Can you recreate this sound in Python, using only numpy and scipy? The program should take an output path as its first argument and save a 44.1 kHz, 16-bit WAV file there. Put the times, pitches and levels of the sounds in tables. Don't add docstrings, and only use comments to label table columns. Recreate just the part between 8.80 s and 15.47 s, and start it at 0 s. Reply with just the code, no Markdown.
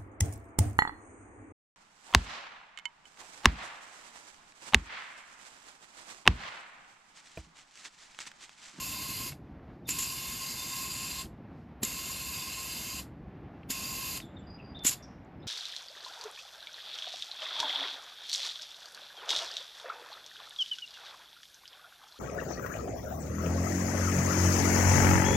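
import sys
import numpy as np
from scipy import signal
from scipy.fft import rfft, irfft, next_fast_len
from scipy.io import wavfile

SR = 44100
rng = np.random.default_rng(int(sys.argv[2]) if len(sys.argv) > 2 else 0)


def persist_wave(psi):
    counts = np.round(np.clip(psi, -1, 1) * 32767).astype(np.int16)
    wavfile.write(sys.argv[1], SR, np.atleast_2d(counts).T)


def to_linear_factor(level_db):
    exponent = np.asarray(level_db, float) / 20
    return 10 ** exponent


N = 294147
FREQS = np.fft.rfftfreq(N, 1 / SR)
T = np.arange(N) / SR


def curve(points):
    hz, db = np.transpose(points)
    return to_linear_factor(np.interp(np.log(FREQS + 1), np.log(hz), db))


def noise(gain):
    x = irfft(rfft(rng.standard_normal(N)) * gain, N)
    return x / np.sqrt(np.mean(x ** 2))


def ring(hz, width_hz):
    return 1 / np.sqrt(1 + (2 * (FREQS - hz) / width_hz) ** 2)


def walk(rate_hz, size=N):
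    n = next_fast_len(size, True)
    slow = 1 / (1 + (np.fft.rfftfreq(n, 1 / SR) / rate_hz) ** 2)
    x = irfft(rfft(rng.standard_normal(size), n) * slow, n)[:size]
    return x / x.std()


def swell(start, hold, rise_ms, t60, t=T):
    up = np.clip((t - start) * 1000 / rise_ms, 0, 1)
    since_end = np.clip(t - start - hold, 0, 5)
    return up ** 2 * np.exp(-np.log(1000) * since_end / t60)


# (open [s], let go [s], flow level [dB], flow change while held [dB])
SQUEEZES = [
    (-.1, 0.493, -38.5, .5),
    (1.069, 2.418, -38, 0.5),
    (3.015, 4.2, -38, -1),
    (4.885, 5.378, -38.5, 0.6),
    (6.042, 6.135, -40, -1.5),
]
# (pitch [Hz], level [dB per Hz])
JET = [(300, -43.5), (500, -23.5), (1000, -16.5), (1800, -15.5), (2600, -16.5), (3300, -14), (4700, -8),
       (5900, -16), (7200, -12), (8600, -14.5), (10500, -15.5), (12500, -10), (13500, -20), (14500, -15.5)]
# (pitch [Hz], width [Hz], level [dB])
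RESONANCES = [(1014, 36, -9), (1059, 20, -1),
              (1643, 60, -19.5), (2126, 120, -13), (2600, 170, -8), (2777, 150, -8.5), (3077, 71, -12),
        (3594, 200, -14.5), (4172, 140, -8.5), (4530, 130, -19), (4794, 96, -3), (5370, 120, -11.5),
        (5800, 110, -14), (6450, 210, -10), (6700, 150, -22.5), (7010, 170, -7), (7460, 140, -6),
        (8050, 90, -11.5), (8660, 86, -15), (9510, 120, -14), (10270, 170, -14), (12240, 1400, -11.5)]


def filling():
    jet_db, bleed_db = -7, -12.5
    open_ms, shut_t60_s = 18, .076
    seat_lag_s, seat_t60_s = .026, .14
    jet_top = 1 / (1 + (FREQS / 13800) ** 80)

    air = irfft(to_linear_factor(jet_db) * curve(JET) * rfft(rng.standard_normal(N)), N)
    for hz, width_hz, db in RESONANCES:
        band = irfft(rfft(rng.standard_normal(N)) * ring(hz, 1.55 * width_hz) ** 2, N)
        air = air + to_linear_factor(db + 1.6 * walk(3.2)) * band
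    air = irfft(rfft(air) * jet_top, N)

    flow = bleed = 0
    for opens, let_go, db, change_db in SQUEEZES:
        drift = to_linear_factor(np.interp(T, [opens, let_go], [db, db + change_db]))
        flow = flow + swell(opens, let_go - opens, open_ms, shut_t60_s) * drift
        leak = swell(let_go - .01, .01 + seat_lag_s, 10, seat_t60_s)
        bleed = bleed + leak * to_linear_factor(db + change_db + bleed_db)
    toneless = noise(curve(JET) * jet_top)
    return (air / np.std(air) * flow + toneless * bleed) * to_linear_factor(.5 * walk(20))


# (pitch [Hz], level [dB per Hz])
SHOP = [(12, -72.5), (20, -27), (64, -0.5), (98, -5), (140, -2.5), (289, -6.5), (478, -17.5), (746, -17.5),
        (932, -22.5), (2090, -31), (3350, -41), (5380, -47.5), (9130, -64.5), (12100, -59.5), (15500, -75)]
# (time [s], level [dB])
BUSTLE = [(0, 0), (.55, 1.3), (.65, 0), (.9, 1.2), (1.75, -1.5), (2.3, 0.5), (2.9, -0.4), (3.75, -1.5),
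          (4.4, 2), (4.7, 0.8), (5.45, 2), (5.9, 1.2), (6.22, -3), (6.67, 0.7)]
# (time [s], level [dB])
GUSTS = [
    (.66, 3),
    (.93, 4.5),
    (2.8, 8),
    (4.82, 3),
    (6.35, 2.6),
]


def shop():
    shop_db, wash_db, leaf_db = -49, -.35, -3.8
    wash_grows_db_s, wash_share = .5, .4
    gust_s = .074

    bustle_db = np.interp(T, *np.transpose(BUSTLE))
    whole = rfft(noise(curve(SHOP)))
    low = 1 / (1 + (FREQS / 500) ** 4)
    high = 1 - 1 / (1 + (FREQS / 4000) ** 6)

    rumble = irfft(whole * low, N) * to_linear_factor(bustle_db + .27 * walk(4.6) + 1.5 * walk(25))
    wash_level = wash_db + wash_grows_db_s * T + wash_share * bustle_db + 1.3 * walk(8)
    wash = irfft(whole * (1 - low - high), N) * to_linear_factor(wash_level)
    gusts_db = sum(db * np.exp(-((T - s) / gust_s) ** 2) for s, db in GUSTS)
    leaves = irfft(whole * high, N) * to_linear_factor(leaf_db + gusts_db + .7 * walk(8))
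    return to_linear_factor(shop_db) * (rumble + wash + leaves)


# (time [s], level [dB], pitch [Hz], t60 [s])
THUMPS = [
    (.519, -40.5, 142, 0.23),
    (1.088, -34.5, 312, 0.03),
    (2.426, -58, 123, 0.12),
    (3.0298, -25.5, 228, 0.039),
    (3.029, -29, 393, 0.036),
    (4.196, -38, 171, 0.084),
    (4.901, -28.5, 268, 0.021),
    (6.05, -25.5, 257, 0.023),
]


def thumps():
    out = 0
    for s, db, hz, t60 in THUMPS:
        out = out + to_linear_factor(db) * swell(s, .00078, 1, t60) * np.sin(2 * np.pi * hz * (T - s))
    return out


# (time [s], level [dB], pitch [Hz])
TICKS = [(0.521, -44, 2230), (.529, -51, 2700), (.796, -56, 895), (1.055, -70, 5500), (2.456, -53, 3200),
         (4.832, -55, 2400), (5.401, -40.5, 2660), (5.791, -70, 4960), (5.99, -48, 4500),
         (6.052, -40.5, 2100), (6.302, -93, 6460), (6.447, -72, 6700)]


def ticks():
    tick_t60_s, crack_db = .022, -1.5
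    white = rfft(rng.standard_normal(N))
    out = 0
    for s, db, hz in TICKS:
        body = swell(s, 0, .72, tick_t60_s) * np.sin(2 * np.pi * hz * (T - s))
        crack = irfft(white * ring(hz, 2400) ** 3, N)
        crack = swell(s, .002, .5, .02) * crack / crack.std()
        out = out + to_linear_factor(db) * (body + to_linear_factor(crack_db) * crack)
    return out


def call(s, length, hz0, hz1, db, blur_hz):
    echo_db, echo_t60_s = -8.5, .45
    t = T[:SR]
    phase = 2 * np.pi * np.cumsum(np.interp(t, [0, length], [hz0, hz1])) / SR

    def smeared(more_hz):
        rate_hz = blur_hz + more_hz
        return walk(rate_hz, SR) * np.cos(phase) + walk(rate_hz, SR) * np.sin(phase)

    direct = 28 / blur_hz * np.cos(phase) * swell(0, length, 7, .04, t)
    near_echo = .95 * smeared(20) * swell(0, length, 9, .06, t)
    far_echo = to_linear_factor(echo_db) * smeared(130) * swell(0, length, 12, echo_t60_s, t)
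    sound = to_linear_factor(db) * (direct + near_echo + far_echo)
    return np.concatenate([np.zeros(int(s * SR)), sound, np.zeros(N)])[:N]


# (time [s], length [s], start pitch [Hz], end pitch [Hz], level [dB])
BIRDS = [(1.048, 0.03, 3700, 3500, -60), (1.77, .06, 3600, 3600, -51), (1.878, 0.055, 3600, 3640, -56),
         (5.413, 0.021, 3810, 3530, -53), (5.468, .25, 7330, 7350, -98.5), (5.443, .02, 7150, 7300, -69),
         (5.585, 0.023, 7450, 7380, -76), (5.56, 0.026, 3780, 3500, -57.5),
         (5.625, 0.017, 4600, 4800, -80.5), (5.61, 0.05, 3050, 2950, -76), (5.665, 0.1, 4830, 4890, -63),
         (5.779, .022, 2970, 2620, -54.5), (5.813, 0.04, 4850, 4800, -65),
         (5.846, 0.082, 4780, 4820, -64.5), (5.941, .025, 3390, 3720, -52.5),
         (5.963, 0.11, 3610, 3480, -52), (6.097, 0.16, 3500, 3540, -76), (6.595, 0.045, 5150, 5020, -76),
         (6.617, .018, 3440, 3800, -61.5), (6.638, .02, 3840, 3870, -79)]
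# (time [s], length [s], start pitch [Hz], end pitch [Hz], level [dB])
RASP = (6.219, .026, 5550, 5450, -55)


def birds():
    out = call(*RASP, blur_hz=300)
    for s, length, hz0, hz1, db in BIRDS:
        blur_hz = 14 + .004 * abs(hz1 - hz0) / length
        out = out + call(s, length, hz0, hz1, db, blur_hz)
    return out


def valve():
    return sum(swell(a - .02, b - a + .02, 2, .08) for a, b, *_ in SQUEEZES)


# (time [s], level [dB], t60 [s], broad hiss over gap whistle [dB])
SPITS = [(1.068, -59.5, .29, 5.5), (1.086, -33, .05, 4.5), (1.099, -29.5, 0.12, -10.5),
         (1.183, -31.5, 0.13, 0), (1.202, -39.5, .15, -10), (1.219, -36.5, 0.23, -3),
         (3.028, -28, 0.06, 1.3), (3.045, -32.5, 0.039, -11.5), (4.9, -32, 0.12, 2), (5.369, -39, 0.023, 2),
         (6.033, -54.5, 0.24, 4.5), (6.044, -30.5, 0.18, 1.5), (6.062, -19, 0.076, -10),
         (6.074, -29, 0.063, -3), (6.088, -28, 0.033, -7), (6.106, -44.5, 0.66, 4.5)]
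# (pitch [Hz], level [dB])
SEAL = [(200, -37.5), (1500, -8.5), (2500, -1.5), (3500, -1.5), (5200, -1), (8000, -8.5), (10000, -2),
        (12000, 3), (14000, -8.5), (16000, -9)]


def spitting():
    rise_ms = 5
    broad = noise(curve(SEAL))
    gap = noise(ring(7180, 1000) ** 2)
    flutter = to_linear_factor(.43 * walk(180))
    out = 0
    for s, db, t60, hiss_db in SPITS:
        puff = swell(s, rise_ms / 1000, rise_ms, t60)
        out = out + to_linear_factor(db) * puff * (gap + to_linear_factor(hiss_db) * broad)
    return out * flutter * valve()


def scene():
    room_t60_s, room_db = .24, -22
    near = filling() + thumps() + ticks() + spitting()
    tail = rng.standard_normal(SR // 2) * to_linear_factor(-60 * T[:SR // 2] / room_t60_s)
    wet = signal.fftconvolve(near, tail / np.linalg.norm(tail))[:N]
    mono = near + to_linear_factor(room_db) * wet + birds() + shop()
    return np.array([mono, mono])


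def shape(x, response):
    kernel = np.fft.fftshift(irfft(response, N))[N // 2 - 2048:N // 2 + 2049]
    return signal.fftconvolve(x, kernel * np.hanning(4097), "same")


def band_limit(x):
    return signal.sosfilt(signal.butter(12, 15680, fs=SR, output="sos"), x)


# (pitch [Hz], lead [radians])
PORTS = [(20, .04), (900, .04), (2000, .0), (11000, .0), (11400, .6), (12300, 1.5), (13200, 2.0),
         (14000, 2.3)]


def record(dry):
    mic_hiss_db, notch_depth, treble_lean = -93, .85, -.27
    heard = dry[0] + to_linear_factor(mic_hiss_db) * noise(ring(12700, 1200) ** 2)
    notch = 1 - notch_depth * ring(9030, 380) ** 2
    colour = notch / (1 + (FREQS / 14900) ** 30)
    half = np.interp(FREQS, *np.transpose(PORTS)) / 2
    scatter = signal.fftconvolve(rng.standard_normal(len(FREQS)), np.blackman(500), "same")
    turn = 1j * np.exp(1.3j * scatter / scatter.std())
    mid = shape(heard, colour * np.cos(half))
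    side = shape(heard, colour * np.sin(half) * (turn + treble_lean))
    return band_limit(mid + np.array([side, -side]))


dry = scene()
out = record(dry)
persist_wave(out)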